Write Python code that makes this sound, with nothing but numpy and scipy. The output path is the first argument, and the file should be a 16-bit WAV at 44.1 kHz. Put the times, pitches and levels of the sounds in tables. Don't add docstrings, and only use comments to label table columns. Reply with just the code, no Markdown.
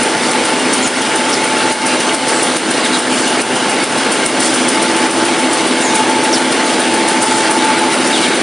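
import sys
import numpy as np
from scipy import signal
from scipy.fft import rfft, irfft, next_fast_len
from scipy.io import wavfile
from scipy.ndimage import uniform_filter1d, minimum_filter1d, map_coordinates

SR = 44100
rng = np.random.default_rng(int(sys.argv[2]) if len(sys.argv) > 2 else 0)


def log_audio(samples):
    frames = np.atleast_2d(samples).T
    limited = np.clip(frames, -1, 1)
    pcm = np.round(limited * 32767).astype(np.int16)
    wavfile.write(sys.argv[1], SR, pcm)


N = 371322

FOLD_HZ, FOLDS_PER_TURN = 7.089, 3

# (time [s], frame rumble [dB], paper rush [dB], air hiss [dB])
RUN_LEVELS = [(0, -18, -19, -23), (1.4, -18.5, -18.5, -23), (3.7, -17.5, -19, -23.3),
              (5.1, -17, -18.5, -23.2), (6.6, -17.5, -18.5, -23.5), (8.4, -17.5, -18, -23)]
# (frequency [Hz], relative density [dB])
FRAME_SPECTRUM = [(20, -56), (60, -47), (90, -35), (115, -18), (165, -15), (210, -3), (260, 0.5),
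                  (330, -2.5), (400, -1.5), (500, -3), (600, -4), (800, -4.5), (1100, -13.5), (2200, -60)]
PAPER_SPECTRUM = [(500, -54), (900, -6), (1120, -3), (1500, -1.5), (1900, -3.5), (2200, -2.5), (2530, -6),
                  (2780, -4.5), (3300, -6), (3900, -9.5), (5000, -14), (8000, -54)]
AIR_SPECTRUM = [(2000, -26), (3800, 0.5), (5000, 2), (6200, 0.5), (7300, -2), (8500, 0.5), (9400, 3.5),
                (10000, 0.5), (11000, -18.5), (13000, -88)]
SCUFF_SPECTRUM = [(1500, -25), (3000, -17), (4500, 6.5), (6500, 1), (8500, 4), (9700, 6.5), (11000, -15),
                  (13000, -44)]
PORT_SPECTRUM = [(2000, -34), (5000, -3.5), (7500, -5.5), (8700, 2), (9500, 5.5), (10200, 0), (11000, -19),
                 (13000, -73)]
BLADE_SPECTRUM = [(300, -21), (3000, -16), (7000, -14), (9500, 10.5), (11000, -45), (13000, -28),
                  (20000, 18)]
# (frequency [Hz], correlation [0..1])
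STEREO_CORRELATION = [(4100, 1), (5000, 1), (6000, 0.81), (8000, 0.46), (9600, 0.68), (10400, 0.98),
                      (10800, 1)]
# (multiple of fold rate [1], level [dB])
LINKAGE_PARTIALS = [(15, -61), (16, -75), (17, -44.5), (18, -52.5), (19, -51), (21, -44.5), (22, -62),
                    (23, -48), (24, -46), (31, -51), (33, -45), (34, -40), (35, -34), (39, -43.5),
                    (42, -58), (45, -29.5), (50, -44), (51, -39), (52, -37.5), (55, -53)]
# (multiple of fold rate [1], level re hum [dB], slope re hum [dB/dB], throb [dB])
GEAR_PARTIALS = [(36, -5.5, .7, 2), (46, -7, 1.35, 1), (48, -7, 1.05, 1.7)]
# (time [s], level [dB])
HUM_LEVELS = [(0, -25.5), (1.9, -23.5), (4.2, -26), (4.9, -16.5), (5.8, -20), (8.4, -20.5)]
# (time [s], level [dB])
SING_LEVELS = [(0, -22.5), (.45, -23.5), (.9, -30), (1.3, -21.5), (2.1, -22.5), (2.7, -29.5), (3.3, -25.5),
               (4.65, -27.5), (4.9, -23), (5.8, -26), (6.0, -17.5), (6.6, -26), (7.15, -19.5), (7.7, -18.5),
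               (8.4, -27.5)]
# (frequency [Hz], half width [Hz], level [dB])
SHAFT_MODES = [(502, 20, -34.5), (1398, 39, -34), (1573, 45, -35), (2186, 66, -33), (2808, 45, -35.5)]
# (time [s], gain [dB])
SHAFT_GAINS = [(0, -1), (1.5, 2.5), (3.8, 1), (5.5, -2.5)]
# (centre [s], half length [s], level [dB])
SCUFF_EVENTS = [(.27, 0.057, -24), (2.3, 0.032, -24), (3.2, .07, -22), (4.45, 0.031, -21),
                (4.55, 0.15, -23.5), (6.72, 0.055, -27), (7.36, 0.17, -23)]
# (onset [s], length [s], start pitch [Hz], end pitch [Hz], level [dB])
SQUEAK_EVENTS = [(.822, 0.089, 7150, 6360, -21.5), (1.323, 0.049, 5800, 4340, -19.5),
                 (2.33, 0.12, 8050, 7900, -24), (2.838, 0.056, 3940, 3500, -21),
                 (2.928, 0.061, 4130, 3400, -17.5), (5.033, 0.034, 3110, 2900, -24),
                 (5.822, 0.13, 7400, 5600, -22.5), (6.327, 0.044, 6000, 4400, -15),
                 (8.124, 0.094, 4050, 2600, -17.5), (8.227, 0.065, 4120, 2660, -18.5)]
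# (time [s], level [dB])
SUCTION_LEVELS = [(0, -20.5), (1.4, -20.5), (2.2, -15), (3.1, -20), (4.4, -17), (6.5, -19.5), (8.4, -20.5)]
# (time [s], level [dB])
CRACK_EVENTS = [(0.035, -2), (0.879, 2), (1.726, 3.5), (2.15, 2), (2.573, 3.5), (2.993, 1.5), (3.42, 4),
                (3.844, 1.5), (4.267, 2), (5.072, 0)]


def amp(db):
    return np.exp(np.asarray(db) * np.log(10) / 20)


def unit(x):
    return x / np.sqrt(np.mean(x ** 2) + 1e-20)


def time_s():
    return np.arange(N) / SR


def log_interp(points, hz):
    point_hz, values = np.transpose(points)
    return np.interp(np.log(hz + 1), np.log(point_hz + 1), values)


def curves(rows):
    knots_s, *columns = np.transpose(rows)
    return [np.interp(time_s(), knots_s, column) for column in columns]


def wobble(rate_hz):
    knots = rng.standard_normal(int(N * rate_hz / SR) + 4)
    fine = np.arange(0, len(knots) - 1, 1 / 8)
    return np.interp(time_s() * rate_hz, fine, map_coordinates(knots, [fine]))


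def bumps(rows):
    out, t = np.zeros(N), time_s()
    for centre_s, half_s, db in rows:
        near = slice(*np.searchsorted(t, [centre_s - 4 * half_s, centre_s + 4 * half_s]))
        out[near] += amp(db) * np.exp(-((t[near] - centre_s) / half_s) ** 2)
    return out


def filtered(x, response):
    size = next_fast_len(N + SR // 4)
    return irfft(rfft(x, size) * response(np.fft.rfftfreq(size, 1 / SR)), size)[..., :N]


def noise(gain, channels=1):
    size = next_fast_len(N, True)
    bins = rng.standard_normal((channels, size // 2 + 1, 2)).view(complex)[..., 0]
    return irfft(bins * gain(np.fft.rfftfreq(size, 1 / SR)), size)[:, :N]


def stereo_noise(spectrum):
    def gain(hz):
        correlation = log_interp(STEREO_CORRELATION, hz)
        side_gain = np.sqrt((1 - correlation) / (1 + correlation))
        return amp(log_interp(spectrum, hz)) * np.array([np.ones_like(hz), side_gain])
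    mid, side = noise(gain, channels=2)
    return np.array([mid + side, mid - side]) / np.std(mid)


def ring(centre_hz, half_width_hz):
    return unit(noise(lambda hz: 1 / (1 + ((hz - centre_hz) / half_width_hz) ** 2))[0])


def patchy(x, depth_db):
    bins = signal.stft(x, nperseg=512)[2]
    field = uniform_filter1d(rng.standard_normal(bins.shape[1:]), size=3, axis=0)
    field = uniform_filter1d(field, size=9, axis=1)
    return signal.istft(bins * amp(depth_db * unit(field)), nperseg=512)[1][:, :N]


def frame(gain_db=-0.2, shake_db=0.6):
    level_db = curves(RUN_LEVELS)[0]
    fold_phase = time_s() * FOLD_HZ % 1
    pattern = map_coordinates(rng.standard_normal(20), [fold_phase * 20], mode="grid-wrap")
    rumble = stereo_noise(FRAME_SPECTRUM) * amp(shake_db * unit(pattern))
    return amp(level_db + gain_db) * unit(rumble)


def motor(level_db=-42, whine_hz=3090, waver_rad=0.3):
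    return amp(level_db) * np.sin(2 * np.pi * whine_hz * time_s() + waver_rad * wobble(4.5))


def shafts(catch_db=3):
    gain_db, = curves(SHAFT_GAINS)
    ringing = sum(amp(db) * unit(ring(hz, half_width_hz) * amp(catch_db * wobble(7)))
                  for hz, half_width_hz, db in SHAFT_MODES)
    return amp(gain_db) * ringing


def roller(note_db=-1, ring_db=-4.5, sing_hz=875, waver_rad=1.05):
    level_db, = curves(SING_LEVELS)
    note = np.sqrt(2) * np.sin(2 * np.pi * sing_hz * time_s() + waver_rad * wobble(22))
    ringing = ring(centre_hz=869.3, half_width_hz=28)
    return amp(level_db) * (amp(note_db) * note + amp(ring_db) * ringing)


def drive(linkage_db=-1, gear_db=-0.04, slip_cycles=0.0025, flutter_db=1.54, throb_peak_s=0.19):
    def tone(multiple, cycles):
        return np.sqrt(2) * np.sin(2 * np.pi * (multiple * cycles + rng.random()))
    fold_phase = (FOLD_HZ * time_s() + slip_cycles * wobble(2.03)) % 1
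    cycle = np.linspace(0, 1, 4096)
    thrum_cycle = sum(amp(db) * tone(multiple, cycle) for multiple, db in LINKAGE_PARTIALS)
    thrum = np.interp(fold_phase, cycle, thrum_cycle)
    hum_db, = curves(HUM_LEVELS)
    swing_db = hum_db - hum_db.mean()
    throb_hz = 2 * FOLD_HZ / FOLDS_PER_TURN
    load = np.cos(2 * np.pi * throb_hz * (time_s() - throb_peak_s))
    gears = np.zeros(N)
    for multiple, db, slope, throb_db in GEAR_PARTIALS:
        level_db = db + slope * swing_db + throb_db * load + flutter_db * wobble(8.3)
        gears += amp(level_db) * tone(multiple, fold_phase)
    return amp(linkage_db) * thrum + amp(gear_db + hum_db.mean()) * gears


def web(air_gain_db=-0.9, flap_db=0.5, crinkle_db=1.0, patchy_db=1.6):
    _, paper_db, air_db = curves(RUN_LEVELS)
    flutter = amp(flap_db * wobble(35) + crinkle_db * wobble(700))
    paper = amp(paper_db) * stereo_noise(PAPER_SPECTRUM)
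    air = amp(air_db + air_gain_db) * stereo_noise(AIR_SPECTRUM)
    return flutter * patchy(paper + air, patchy_db)


def scuffs(grain_db=2, re_squeak_db=-5.0, spread=0.63):
    under_squeaks = [(onset_s + length_s / 2, spread * length_s, db + re_squeak_db)
                     for onset_s, length_s, _, _, db in SQUEAK_EVENTS]
    rustle = unit(stereo_noise(SCUFF_SPECTRUM) * amp(grain_db * wobble(400)))
    return bumps(SCUFF_EVENTS + under_squeaks) * rustle


def squeaks(overtone_db=-17, rasp_hz=420):
    out, jitter = np.zeros(N + SR), wobble(2500)
    for onset_s, length_s, start_hz, end_hz, db in SQUEAK_EVENTS:
        progress = np.linspace(0, 1, int(length_s * SR))
        span = int(onset_s * SR) + np.arange(len(progress))
        glide_hz = start_hz * (end_hz / start_hz) ** progress
        slip_hz = rasp_hz * (0.55 + progress) * jitter.take(span, mode="wrap")
        phase = 2 * np.pi * np.cumsum(glide_hz + slip_hz) / SR
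        note = np.sqrt(2) * (np.sin(phase) + amp(overtone_db) * np.sin(2 * phase))
        out[span] += amp(db) * np.sin(np.pi * np.sqrt(progress)) * note
    return out[:N]


def puffs(gain_db=-0.5, accent_db=1.5, scatter_db=2.1, first_s=0.033, jitter_s=0.0011,
          spit_s=0.0038, swell_db=-7, rise_s=0.0043, fall_s=0.039):
    power, t = np.zeros(N), time_s()
    folds = np.arange(int(N / SR * FOLD_HZ) + 1)
    lateness, strength = rng.standard_normal((len(folds), 2)).T
    opens_s = first_s + folds / FOLD_HZ + jitter_s * lateness
    levels_db = np.interp(opens_s, *np.transpose(SUCTION_LEVELS))
    levels_db += accent_db * (folds % FOLDS_PER_TURN == 0) + scatter_db * strength
    for open_s, db in zip(opens_s, levels_db):
        near = slice(max(0, int((open_s - 0.07) * SR)), int((open_s + 0.1) * SR))
        age_s = t[near] - open_s
        spit = np.exp(-np.abs(age_s) / spit_s)
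        swell = np.exp(-np.abs(age_s) / np.where(age_s < 0, rise_s, fall_s))
        power[near] += amp(db + gain_db) ** 2 * (spit + amp(swell_db) ** 2 * swell)
    return np.sqrt(power) * stereo_noise(PORT_SPECTRUM)


def cracks(half_length_s=0.0017):
    envelope = bumps([(centre_s, half_length_s, db) for centre_s, db in CRACK_EVENTS])
    return envelope * stereo_noise(BLADE_SPECTRUM)


def scene():
    machinery = drive() + roller() + shafts() + motor() + frame()
    return machinery + web() + puffs() + cracks() + scuffs() + squeaks()


def limiter(x, limit_db=-4.0, recovery_db_per_s=50):
    power = np.abs(uniform_filter1d(x.mean(0) ** 2, size=200))
    excess_db = np.maximum(10 * np.log10(power + 1e-12) - limit_db, 0)
    held_db = -minimum_filter1d(-excess_db, size=1801, origin=900)
    ramp_db = recovery_db_per_s * time_s()
    duck_db = np.maximum.accumulate(held_db + ramp_db) - ramp_db
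    return x * amp(-uniform_filter1d(duck_db, size=96))


def record(dry, ceiling=0.92, mono_below_hz=4100, top_hz=11300):
    ducked = limiter(dry)
    left, right = ducked / (1 + np.abs(ducked / ceiling) ** 16) ** (1 / 16)
    mid = filtered((left + right) / 2, lambda hz: hz < top_hz)
    side = filtered((left - right) / 2, lambda hz: (hz > mono_below_hz) & (hz < top_hz))
    return np.array([mid + side, mid - side])


dry = scene()
out = record(dry)
log_audio(out)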